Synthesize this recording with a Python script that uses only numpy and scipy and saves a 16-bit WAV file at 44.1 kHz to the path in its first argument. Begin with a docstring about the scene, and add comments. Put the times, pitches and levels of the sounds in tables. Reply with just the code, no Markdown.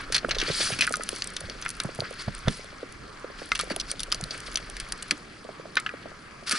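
"""On a wooden pier, a long fish is landed close to a body-worn microphone. The wet fish slides, ticks and slaps
on the planks, and feet thud: each blow bends a board. The wearer's body bumps deeply as it moves. Rod and
tackle scrape the rail and clack, and the microphone's case rings briefly and hollowly; pliers click at the
hook. Underneath, clothes shuffle, light wind buffets the microphone and the sea washes."""
import sys
import numpy as np
from scipy import signal
from scipy.fft import rfft, irfft
from scipy.io import wavfile
from scipy.ndimage import uniform_filter1d

SR = 44100
rng = np.random.default_rng(int(sys.argv[2]) if len(sys.argv) > 2 else 0)


def file_out(sig):
    """Save sig as 16-bit WAV at sys.argv[1]."""
    # one column per channel
    cols = np.atleast_2d(sig).T
    # limit, then scale
    lim = np.clip(cols, -1, 1)
    pcm = np.round(lim * 32767).astype(np.int16)
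    wavfile.write(sys.argv[1], SR, pcm)


N = 290178
TOP_HZ = 11130  # upper limit of the treble


# Hollow knocks on the planks: t/s, peak level/dB, f/Hz
KNOCKS = [(0.1002, -31, 490), (0.2447, -17.5, 503), (0.2858, -24.5, 573), (0.3649, -27, 523),
          (0.425, -24.5, 365), (0.48, -25.5, 537), (0.499, -20, 540), (0.6033, -25.5, 567),
          (0.7027, -27, 670), (0.907, -23.5, 546), (0.996, -28.5, 556), (1.1274, -27.5, 510),
          (1.8468, -25, 620), (1.8883, -30, 580), (1.9885, -25, 670), (2.0192, -24.5, 620),
          (2.1089, -29, 513), (2.2802, -27.5, 643), (2.4735, -19.5, 590), (2.4811, -21, 563),
          (2.8282, -26.5, 497), (3.2429, -27, 510), (3.4166, -28, 523), (3.633, -29, 520),
          (3.7044, -21.5, 600), (3.7635, -26.5, 650), (4.204, -34, 700), (5.4479, -30, 513),
          (5.4897, -26.5, 613), (5.596, -31.5, 490), (5.654, -31.5, 630), (5.9378, -29.5, 533),
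          (6.0565, -28, 610)]
# Heavy, soft blows of feet and fish, and deep bumps of the wearer's body moving: t/s, peak level/dB, f/Hz
THUDS = [(0.241, -34.5, 185), (0.356, -28, 27.2), (0.4982, -28.5, 143), (0.721, -28.5, 145),
         (0.7896, -29.5, 229), (1.432, -37.5, 94), (1.8484, -24.5, 160), (1.988, -26.5, 152),
         (2.022, -33.5, 156), (2.2685, -30.5, 88), (2.2753, -21, 154), (2.446, -29, 31), (2.451, -27.5, 70),
         (2.4714, -20.5, 112), (2.4751, -15.5, 193), (3.712, -25, 258), (4.2248, -28, 138),
         (5.1188, -26.5, 288), (6.532, -28, 278)]

def planks():
    """Light knocks and heavy thuds bend the boards, and the wearer's body bumps deeply as it moves; the harder
    the knock, the more it cracks."""
    out = np.zeros((2, N))
    for s, db, hz in KNOCKS + fish_patter():
        crack_db = -7 + 0.81 * (db + 16)
        knock = bend(hz, rise_cycles=1.58, glide=0.17, grit_db=crack_db,
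                     hum_hz=0.66 * hz, hum_db=-4.5, hum_t60=0.055)
        add(out, s, gain_of(db) * panned(-1.5) * knock)
    for s, db, hz in THUDS:
        thud = bend(hz, rise_cycles=0.99, glide=0.58, grit_db=-17.5, hum_hz=hz, hum_db=-5, hum_t60=0.12)
        add(out, s, gain_of(db) * panned(-1) * thud)
    return out


def bend(hz, rise_cycles, glide, grit_db, hum_hz, hum_db, hum_t60):
    """In a bending plank high notes arrive first, so the pulse falls in pitch; then the deck hums."""
    t = np.arange(8000) / SR
    age = t * hz / rise_cycles  # 1 at the peak
    swell = (age * np.exp(1 - age)) ** 3
    pitch = hz * (1 + glide * (np.exp(1 - age) - 1) / (np.e - 1))
    grit = gain_of(grit_db) * noise_band(len(t), 1300, width_hz=800, apart=0.25)
    tone = np.sin(2 * np.pi * (np.cumsum(pitch) / SR + rng.uniform(-0.1, 0.15)))
    hum = noise_band(len(t), hum_hz, width_hz=hz / 2, apart=0.65)
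    return swell * (tone + grit) + hum * gain_of(hum_db) * fade(t, hum_t60) * (1 - np.exp(-age))


def fish_patter(db=-38, hz=600):
    """The shifting fish knocks faintly at random; gives rows like those of KNOCKS."""
    return [(s, db, hz * 2 ** (0.13 * rng.standard_normal())) for s in busy_times(per_s=9, eagerness=3)]


# Tone of rubbing on wood: f/Hz, level/dB
RUB_TONE = [(180, -24), (300, -16.5), (536, -9), (578, -10), (663, -23.5), (860, -12.5), (1380, 5),
            (1930, 2), (3340, -3), (3660, -4.5), (4600, 3.5), (7060, -9.5), (9870, -9.5), (11000, -12),
            (11500, -55), (15000, -60), (22000, -120)]

def sliding(level_db=-1, catches_per_s=700, patchy_db=2.5, smooth_above_db=-43.5):
    """Fish, line and gloves rub: a fine hiss with tiny catches that come in clumps."""
    clumps = gain_of(6 * np.tanh(wobble(N, 700)))
    catches = clumps * (rng.random(N) < catches_per_s / SR)
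    catches *= gain_of(4 * np.minimum(rng.exponential(1, N), 3))
    rub_db, _ = strokes(np.arange(N) / SR)
    slowness = 1 / (1 + gain_of(rub_db - smooth_above_db) ** 2)  # a fast slide smooths the catches out
    hiss = stereo_noise(N, 0.36)
    grains = unit_level(catches * stereo_noise(N, 0.75))
    friction = unit_level(hiss + 0.62 * slowness * grains)
    hz, t, spectrum = signal.stft(friction, SR, nperseg=256, noverlap=192)
    rub_db, brightness = strokes(t)
    octaves = np.log2(np.clip(hz, 1200, 11000) / 3500)[:, None]
    tone = gain_of(at_pitch(RUB_TONE, hz)[:, None] + octaves * brightness)
    tone /= np.sqrt(np.mean(tone ** 2, 0))
    spectrum *= tone * gain_of(rub_db + level_db + patchy_db * patches(tone.shape, 12, 7))
    return signal.istft(spectrum, SR, nperseg=256, noverlap=192)[1][:, :N]


# Single slides: fastest at t/s, level/dB, rise/s, fall/s, brightness/(dB per octave)
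STROKES = [(0.0, -36, .01, 0.039, -5.5), (0.5, -31.5, 0.082, 0.051, -2.5), (0.63, -26, 0.11, 0.1, 3.3),
           (1.18, -42, 0.15, 0.071, 2.5), (1.87, -52, 0.033, 0.042, 2), (2.05, -38.5, 0.024, 0.035, -6),
           (2.203, -35, 0.015, 0.025, 0), (2.51, -42, 0.03, 0.1, 5), (2.33, -48, 0.027, 0.093, -4),
           (3.4, -43, 0.028, 0.077, -1), (3.61, -38, 0.023, 0.031, 1.5), (3.905, -36, 0.021, .02, 2.5),
           (4.34, -40.5, 0.021, .03, 1), (4.47, -36.5, 0.011, 0.017, -1),
           (6.476, -28.5, 0.0078, 0.041, 0.2), (6.57, -28, 0.033, .05, 0)]
# How busy hands and fish are: t/s, level/dB
HANDLING = [(0, -50), (0.3, -47), (0.95, -45.5), (2.1, -46.5), (2.6, -48), (2.75, -52.5), (3.3, -51.5),
            (3.55, -46.5), (4.1, -48.5), (4.4, -44), (4.7, -47.5), (5.13, -47), (5.27, -52), (6.58, -55)]

def strokes(t):
    """Level and brightness of the rubbing: each slide swells and fades over the soft handling."""
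    power = gain_of(at_time(HANDLING, t)) ** 2
    tilt = -2 * power  # handling is duller by 2 dB per octave
    for s, db, rise_s, fall_s, brightness in STROKES:
        away = abs(t - s) / np.where(t < s, rise_s, fall_s)
        stroke = (gain_of(db) * np.exp(-away ** 1.63)) ** 2  # between a point and a bell in shape
        power += stroke
        tilt += stroke * brightness
    return 10 * np.log10(power), tilt / power


def busy_times(per_s, eagerness, busy_db=-46):
    """Random moments, more of them when the handling is busy; per_s is the rate at busy_db."""
    step_s = 0.001
    t = np.arange(0, N / SR, step_s)
    rate = per_s * gain_of(eagerness * (at_time(HANDLING, t) - busy_db))
    return t[rng.random(len(t)) < step_s * rate]


# The clearest ticks of fish skin on the boards: t/s, treble level/dB
WET_TICKS = [(0.8936, -39), (0.924, -33.5), (0.9324, -38), (0.9685, -36), (1.035, -34.5), (1.2423, -38),
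             (1.2734, -36.5), (1.4065, -39), (1.6904, -35), (1.7034, -37.5), (1.8358, -39.5), (2.3497, -41),
             (3.7626, -31.5), (3.9148, -29), (4.211, -38), (4.699, -41.5), (5.0274, -38), (5.7996, -39.5)]

def wet_ticks():
    """Wet skin ticks as it moves: a few clear, bright ticks among many faint ones."""
    out = np.zeros((2, N))
    faint = [(s, at_time(HANDLING, s) - 3.5 + 3.5 * rng.standard_normal())
             for s in busy_times(per_s=24, eagerness=2.6)]
    for s, db in WET_TICKS + faint:
        hz = min(9280 * 2 ** (0.19 * rng.standard_normal()), TOP_HZ)
        add_contact(out, s, (db - 12.5, db - 6, db), hz, t60=0.015, scuff_s=0.00036)
    return out


# Hard blows that set the microphone's case ringing: t/s, level/dB, centre f/Hz, snap/dB added to level, ring
# length factor
CLACKS = [(0.8088, -19, 2600, -28, 2.7), (0.8221, -20.5, 2220, -23, 0.91), (0.8757, -22.5, 1540, -16, 0.84),
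          (0.9393, -23, 1760, -8, 0.95), (1.008, -31.5, 1440, -19, 1.1), (1.662, -26, 1930, -46, 0.71),
          (3.518, -18.5, 1670, -10, 0.76), (3.598, -25, 1330, -5.5, 0.47), (4.1258, -31, 1410, -24, 0.45),
          (5.1093, -25, 1900, 0, 1.2), (5.7707, -16, 1790, -22, 1.18), (5.8639, -26.5, 1790, -25, 0.73),
          (5.8921, -32, 1680, -21, 1.1), (6.524, -28, 1500, -17, 3.2)]
# The notes the microphone's case rings with after those blows: f/Hz, relative level/dB, fade time/s before the
# length factor
CLACK_NOTES = [(1213, -4, 0.068), (1252, 3, 0.095), (1421, 3.5, 0.061), (1505, 3.5, 0.029),
               (1724, 5.5, 0.032), (2110, -8, 0.013), (2046, 3.5, 0.058), (2477, 16, 0.013),
               (2630, 1, 0.0091), (3100, 2.5, 0.024), (4200, 22, 0.016)]

def tackle_clacks(ring_db=-1, reach_octaves=0.34, rise_s=0.000085, detune=0.018):
    """Rod and tackle clack: each blow gives a dry snap and sets the microphone's case ringing shortly and
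    hollowly near the blow's own pitch."""
    out, t = np.zeros((2, N)), np.arange(6000) / SR
    snap_band = signal.butter(2, (900, 5500), "band", fs=SR, output="sos")
    snap = signal.sosfilt(snap_band, snap_pulse())
    hz, note_db, t60 = np.transpose(CLACK_NOTES)[:, :, None]
    for s, db, centre_hz, snap_db, length in CLACKS:
        spot, mistune = rng.standard_normal((2, len(hz), 1))
        nearness = np.exp(-0.5 * (np.log2(hz / centre_hz) / reach_octaves) ** 2)
        strength = nearness * gain_of(note_db + 4 * spot)  # each spot favours other notes
        phase = rng.uniform(0, 2 * np.pi, hz.shape) + 0.47 * rng.standard_normal((2, len(hz), 1))
        notes = np.sin(2 * np.pi * hz * (1 + detune * mistune) * t + phase)
        ring = (strength * fade(t, t60 * length) * notes).sum(1) * (1 - np.exp(-t / rise_s))
        add(out, s, hit_level(ring, db + ring_db))
        add(out, s, hit_level(crack(t, snap, t60=0.037, scuff_s=rise_s), db + snap_db))
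    return out


# Short scrapes on wood: t/s, middle level/dB, hold/s, body/dB and treble/dB added to level, ring f/Hz
SCRAPES = [(0.1442, -19.5, 0.0078, -7.5, -13, 4100), (0.157, -25, 0.0052, -1, -20, 4230),
           (0.18, -27.5, 0.002, -10, -19, 4300), (0.291, -38, 0.0032, 5.5, -5, 2950),
           (0.3092, -25, 0.0031, 0, -28, 4180), (0.347, -33.5, 0.0061, 0, -18, 3950),
           (0.3844, -27.5, 0.0029, -11, -20, 3800), (0.399, -28.5, 0.0029, -6, -19, 3440),
           (0.414, -29, 0.0021, 3, -16, 2840), (0.474, -37.5, .022, 2, -20, 2400),
           (0.603, -26.5, 0.028, -4, -26, 3500), (0.719, -37, 0.021, 7, -18, 2620),
           (0.788, -31.5, 0.0025, 3.5, -7, 2560), (0.8085, -24, 0.0055, -10, -5, 2610),
           (0.821, -25, 0.025, 0, -12, 2580), (1.651, -46, .012, 12, -16, 1960),
           (3.551, -29.5, 0.0038, -2, -7, 2700), (3.699, -34.5, .022, 3.5, -8.5, 4570),
           (3.7983, -28, 0.001, -25, -12, 5230), (4.307, -31, 0.0047, -12, -21, 4630),
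           (6.51, -24.5, 0.016, -0.5, -0.5, 4730)]

def scrapes(rise_s=0.00023, band_t60s=(0.078, 0.043, 0.036)):
    """A hard edge bites, judders over the grain for a moment, and lets the wood ring out."""
    out, t, snap = np.zeros((2, N)), np.arange(6000) / SR, snap_pulse()
    for s, db, hold_s, body_db, treble_db, hz in SCRAPES:
        judder = gain_of(3 * np.tanh(wobble(len(t), 50)))
        for band, band_db in enumerate((db + body_db, db, db + treble_db)):
            shape = (1 - np.exp(-t / rise_s)) * fade(np.maximum(t - hold_s, 0), band_t60s[band])
            rasp = signal.fftconvolve(stereo_noise(len(t), 0.42) * judder * shape, snap[None])
            add(out, s, ringing_band(rasp, band, hz, band_db))
    return out * panned(-0.5)


# Metal clicks: t/s, middle level/dB, body/dB and treble/dB added to level, middle fade/s, ring f/Hz
CLICKS = [(0.1232, -28.5, -1, -3.5, 0.075, 4570), (0.1647, -30, -6, -1.5, 0.038, 4430),
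          (0.8682, -38, 2, 4.5, 0.049, 2630), (0.9566, -39.5, -9, 5, 0.014, 4870),
          (1.0903, -31.5, -4, 1.5, .012, 10700), (1.161, -40, -10, -2, .035, 4650),
          (1.221, -27.5, -11, -20, 0.016, 4700), (1.3655, -31.5, -6.5, -7.5, 0.035, 3600),
          (1.4982, -37, -3.5, -15, .028, 4520), (1.6238, -37.5, -4, -11, 0.034, 6300),
          (1.8013, -28, -3, -8.5, 0.023, 3730), (2.0045, -29.5, -32, -16, 0.0076, 4500),
          (2.4827, -30, -0.5, -15, 0.024, 3300), (3.592, -33, 2.5, -3, 0.048, 3640),
          (3.598, -32, -13, -14, 0.016, 4130), (3.611, -35, -5, 2.5, 0.013, 10700),
          (3.8125, -34, -27, -21, .013, 4730), (3.9947, -35, -15, -11, 0.041, 3490),
          (4.0038, -34, -9, 0.5, 0.049, 4720), (4.0326, -33, -14, -2, 0.026, 10600),
          (4.1182, -31.5, -4, -14, 0.018, 3100), (4.1236, -21.5, -12.5, -9, 0.03, 5050),
          (4.1456, -33.5, -17, -4, 0.034, 4630), (4.2392, -34, -13, -5.5, 0.018, 4070),
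          (4.557, -23, -19, -16, 0.019, 6100), (4.5722, -33, -2, -4, 0.039, 3150),
          (4.7672, -42, 3, -3, 0.041, 4900), (4.8, -36.5, 0, 0.5, .06, 4930),
          (4.9221, -33.5, -4.5, 1.5, .023, 4730), (5.0246, -43.5, 0, 2, 0.023, 3000),
          (5.1098, -25.5, -2, -4.5, 0.026, 3370), (5.7555, -43, -3, 1, 0.01, 3880),
          (5.7691, -30, 7, -29, 0.043, 3970), (5.863, -44, 13.5, -20, 0.033, 2900),
          (6.495, -33, -9, -1, 0.018, 5200)]

def plier_clicks():
    """Pliers and hook catch and snap, each click with its own share of body and treble."""
    out = np.zeros((2, N))
    for s, db, body_db, treble_db, t60, hz in CLICKS:
        add_contact(out, s, (db + body_db, db, db + treble_db), hz, t60, scuff_s=0.0005)
    return out


def add_contact(mix, s, levels_db, hz, t60, scuff_s):
    """Adds a small, sharp contact at time s; its body rings longer than its treble."""
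    t, snap = np.arange(-512, 4096) / SR, snap_pulse()
    for band, length in enumerate((2.17, 1, 0.84)):
        sound = crack(t, snap, t60 * length, scuff_s)
        add(mix, s + t[0], ringing_band(sound, band, hz, levels_db[band]))


def crack(t, snap, t60, scuff_s):
    """A scuff builds up, catches at t = 0, rings out and scatters faintly off deck and rail."""
    after = np.maximum(t, 0)
    scuff = np.exp(np.minimum(t, 0) / scuff_s)
    catch = gain_of(3) * np.exp(-after / 0.0012)
    scatter = gain_of(-28) * fade(after, 0.1)
    shape = np.where(t < 0, scuff, catch + fade(after, t60) + scatter)
    return signal.fftconvolve(stereo_noise(len(t), 0.19) * shape, snap[None])[:, :len(t)]


# Tone of a click: f/Hz, level/dB
SNAP_TONE = [(500, -11), (900, -17.5), (1300, -6.5), (1700, -1), (2100, -4), (2700, -3), (3400, -4.5),
             (4500, 0.5), (5200, -1), (6100, 0.5), (7000, -10), (8200, -5.5), (9300, -5), (11000, -4.5)]

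def snap_pulse():
    """The quickest pulse that has the tone of a click (a minimum-phase filter)."""
    hz = abs(np.fft.fftfreq(1024, 1 / SR))
    log_gain = np.log(gain_of(at_pitch(SNAP_TONE, hz)))
    return np.fft.ifft(np.exp(np.conj(signal.hilbert(log_gain)))).real


# Borders of the body, middle and treble bands: f/Hz
BAND_EDGES = [520, 2600, 6500, 11300]

def ringing_band(sound, band, hz, db):
    """Body (0), middle (1) or treble (2) of a contact, with one note of the part that was touched."""
    passband = signal.butter(3, BAND_EDGES[band:band + 2], "band", fs=SR, output="sos")
    ring = gain_of(6) * resonate(sound, hz, width_hz=330)
    return hit_level(signal.sosfilt(passband, sound + ring), db)


# Loudness of the shuffling: t/s, level/dB
SHUFFLE_LEVEL = [(0.0, -48.5), (0.38, -45.5), (1.5, -50), (1.96, -51), (3.06, -55.5), (3.63, -50),
                 (6.41, -52.5), (6.58, -54)]
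# Its dull tone: f/Hz, level/dB
SHUFFLE_TONE = [(60, -4), (110, -1.5), (170, 0), (260, -2.5), (400, -4.5), (600, -9), (800, -12),
                (1200, -37)]

def shuffle():
    """Clothes and deck shift with a low, dull noise."""
    noise = with_tone(stereo_noise(N, 0.18), SHUFFLE_TONE + [(4000, -66)])
    return noise * gain_of(at_time(SHUFFLE_LEVEL, np.arange(N) / SR))


# Rise and fall of the wind: t/s, level/dB before the boost
WIND_LEVEL = [(0.0, -52), (0.29, -44), (0.42, -54), (2.09, -56.5), (2.44, -51), (2.91, -62.5), (4.0, -50.5),
              (4.84, -52.5), (5.39, -75), (6.58, -63)]
# Its deep tone: f/Hz, level/dB
WIND_TONE = [(12, -8.5), (28, 1.5), (45, 1), (70, -25), (120, -13), (300, -65)]

def wind(gust_db=4, boost_db=5.5):
    """Gusts buffet the microphone and make it rumble."""
    gusts = gain_of(gust_db * np.tanh(wobble(N, 3000)))
    rumble = with_tone(stereo_noise(N, 0.14) * gusts, WIND_TONE + [(2000, -90)])
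    return rumble * gain_of(at_time(WIND_LEVEL, np.arange(N) / SR) + boost_db)


# Tone of the sea: f/Hz, level/dB
SEA_TONE = [(410, -4), (700, -11), (834, -10), (885, -11), (1170, -1.5), (1520, -7.5), (1630, -1.5),
            (1720, -6.5), (2230, -9), (3360, -22.5), (5250, -25), (6790, -26), (10500, -27), (11100, -34),
            (11500, -57), (15000, -79), (22000, -120)]
# How alike its two sides are: f/Hz, likeness (1 = the same)
SEA_LIKENESS = [(60, 0.98), (130, 0.86), (270, 0.65), (580, 0.053), (1220, 0.73), (2600, 0.093),
                (5520, 0.13), (11700, 0.34)]
# Which way it leans: f/Hz, left minus right/dB
SEA_SIDE = [(60, -0.5), (170, -2.0), (500, 1.5), (1420, 0.3), (4090, 4), (11700, -0.5)]

def sea(level_db=-48, patchy_db=2.5):
    """Water under the pier makes a steady wash with soft, drifting patches."""
    hz, _, (left, other) = signal.stft(rng.standard_normal((2, N)), SR, nperseg=1024, noverlap=768)
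    likeness = at_pitch(SEA_LIKENESS, hz)[:, None]
    right = likeness * left + np.sqrt(1 - likeness ** 2) * other
    lean = gain_of(at_pitch(SEA_SIDE, hz)[:, None] / 2)
    tone = gain_of(at_pitch(SEA_TONE, hz)[:, None] + patchy_db * patches(left.shape, 20, 20))
    spectrum = np.array([left * lean, right / lean]) * tone
    wash = signal.istft(spectrum, SR, nperseg=1024, noverlap=768)[1][:, :N]
    return gain_of(level_db) * unit_level(wash)


def gain_of(db):
    """Turns decibels into a factor."""
    return 10 ** (np.asarray(db) / 20)


def fade(t, t60):
    """Dies away by 60 dB in t60 seconds, the fade time."""
    return gain_of(-60 * t / t60)


def unit_level(x):
    """Scales to an average (rms) level of 1."""
    return x / np.sqrt(np.mean(x ** 2) + 1e-20)


def hit_level(x, db):
    """Gives a hit as much energy as 10 ms of sound at this level."""
    return x * gain_of(db) / np.sqrt(np.mean(x ** 2) * x.shape[-1] / (SR / 100) + 1e-20)


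def at_pitch(rows, hz):
    """Looks up a table of (f/Hz, value), with octaves evenly spaced."""
    f, value = np.transpose(rows)
    return np.interp(np.log(hz + 1), np.log(f + 1), value)


def at_time(rows, t):
    """Looks up a table of (t/s, value)."""
    return np.interp(t, *np.transpose(rows))


def add(mix, s, sound):
    """Adds a sound to the stereo mix at time s."""
    part = mix[:, max(round(s * SR), 0):][:, :sound.shape[-1]]
    part += sound[..., :part.shape[-1]]


def panned(side_db):
    """Left and right gains; below zero leans right."""
    return gain_of([[side_db / 2], [-side_db / 2]])


def stereo_noise(size, apart):
    """Left and right share one noise; apart sets how much of their own they add."""
    common, left, right = rng.standard_normal((3, size))
    return unit_level(common + apart * np.array([left, right]))


def resonate(x, hz, width_hz):
    """Lets through only the sound near one pitch."""
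    return signal.lfilter(*signal.iirpeak(hz, hz / width_hz, fs=SR), x)


def noise_band(size, hz, width_hz, apart):
    """Stereo noise narrowed twice around one pitch."""
    once = resonate(stereo_noise(size, apart), hz, width_hz)
    return unit_level(resonate(once, hz, width_hz))


def with_tone(x, rows):
    """Filters by a tone table and scales to level 1."""
    gain = gain_of(at_pitch(rows, np.fft.rfftfreq(N, 1 / SR)))
    return unit_level(irfft(rfft(x) * gain, N))


def wobble(size, span):
    """A random curve, smoothed over span samples."""
    return unit_level(uniform_filter1d(rng.standard_normal(size), span))


def patches(shape, pitch_steps, time_steps):
    """Random hills and dips, smoothed over pitch and time."""
    across_pitch = uniform_filter1d(rng.standard_normal(shape), pitch_steps, axis=0)
    return unit_level(uniform_filter1d(across_pitch, time_steps, axis=1))


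def scene():
    """Everything sounds close by, in the open air."""
    background = sea() + wind() + shuffle()
    return background + sliding() + scrapes() + plier_clicks() + tackle_clacks() + planks() + wet_ticks()


# Notes of the case around the microphone: f/Hz, width/Hz, added level/dB
CASE_NOTES = [(1340, 63, -9), (2254, 57, -6.5), (2560, 13, -16), (3360, 330, -6), (4060, 60, -13),
              (4450, 100, -8), (9260, 120, -2)]
# How late the left microphone opening hears: f/Hz, lag/radians
LEFT_LAG = [(60, 0.069), (250, 0.23), (520, 0.93), (1400, 0.056), (2300, 0.92), (3700, 0.14), (5200, 0.77),
            (8000, 0.62), (11000, 0.43)]
# How the two openings differ in tone: f/Hz, left minus right/dB
MIC_SIDE = [(60, -1), (150, -1.5), (500, -0.5), (1200, -2.5), (2300, 3), (4500, 1.8), (9000, -0.9)]

def record(dry):
    """The case rings, the left side hears slightly late, and the highest treble is cut off."""
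    cased = dry + sum(gain_of(db) * resonate(dry, hz, width) for hz, width, db in CASE_NOTES)
    hz = np.fft.rfftfreq(N, 1 / SR)
    delay = np.exp(-1j * at_pitch(LEFT_LAG, hz))
    lean = gain_of(at_pitch(MIC_SIDE, hz) / 2)
    heard = irfft(rfft(cased) * np.array([lean * delay, 1 / lean]), N)
    treble_cut = signal.firwin(201, TOP_HZ, window=("kaiser", 8), fs=SR)
    return signal.oaconvolve(heard, treble_cut[None], "same")


dry = scene()
out = record(dry)
file_out(out)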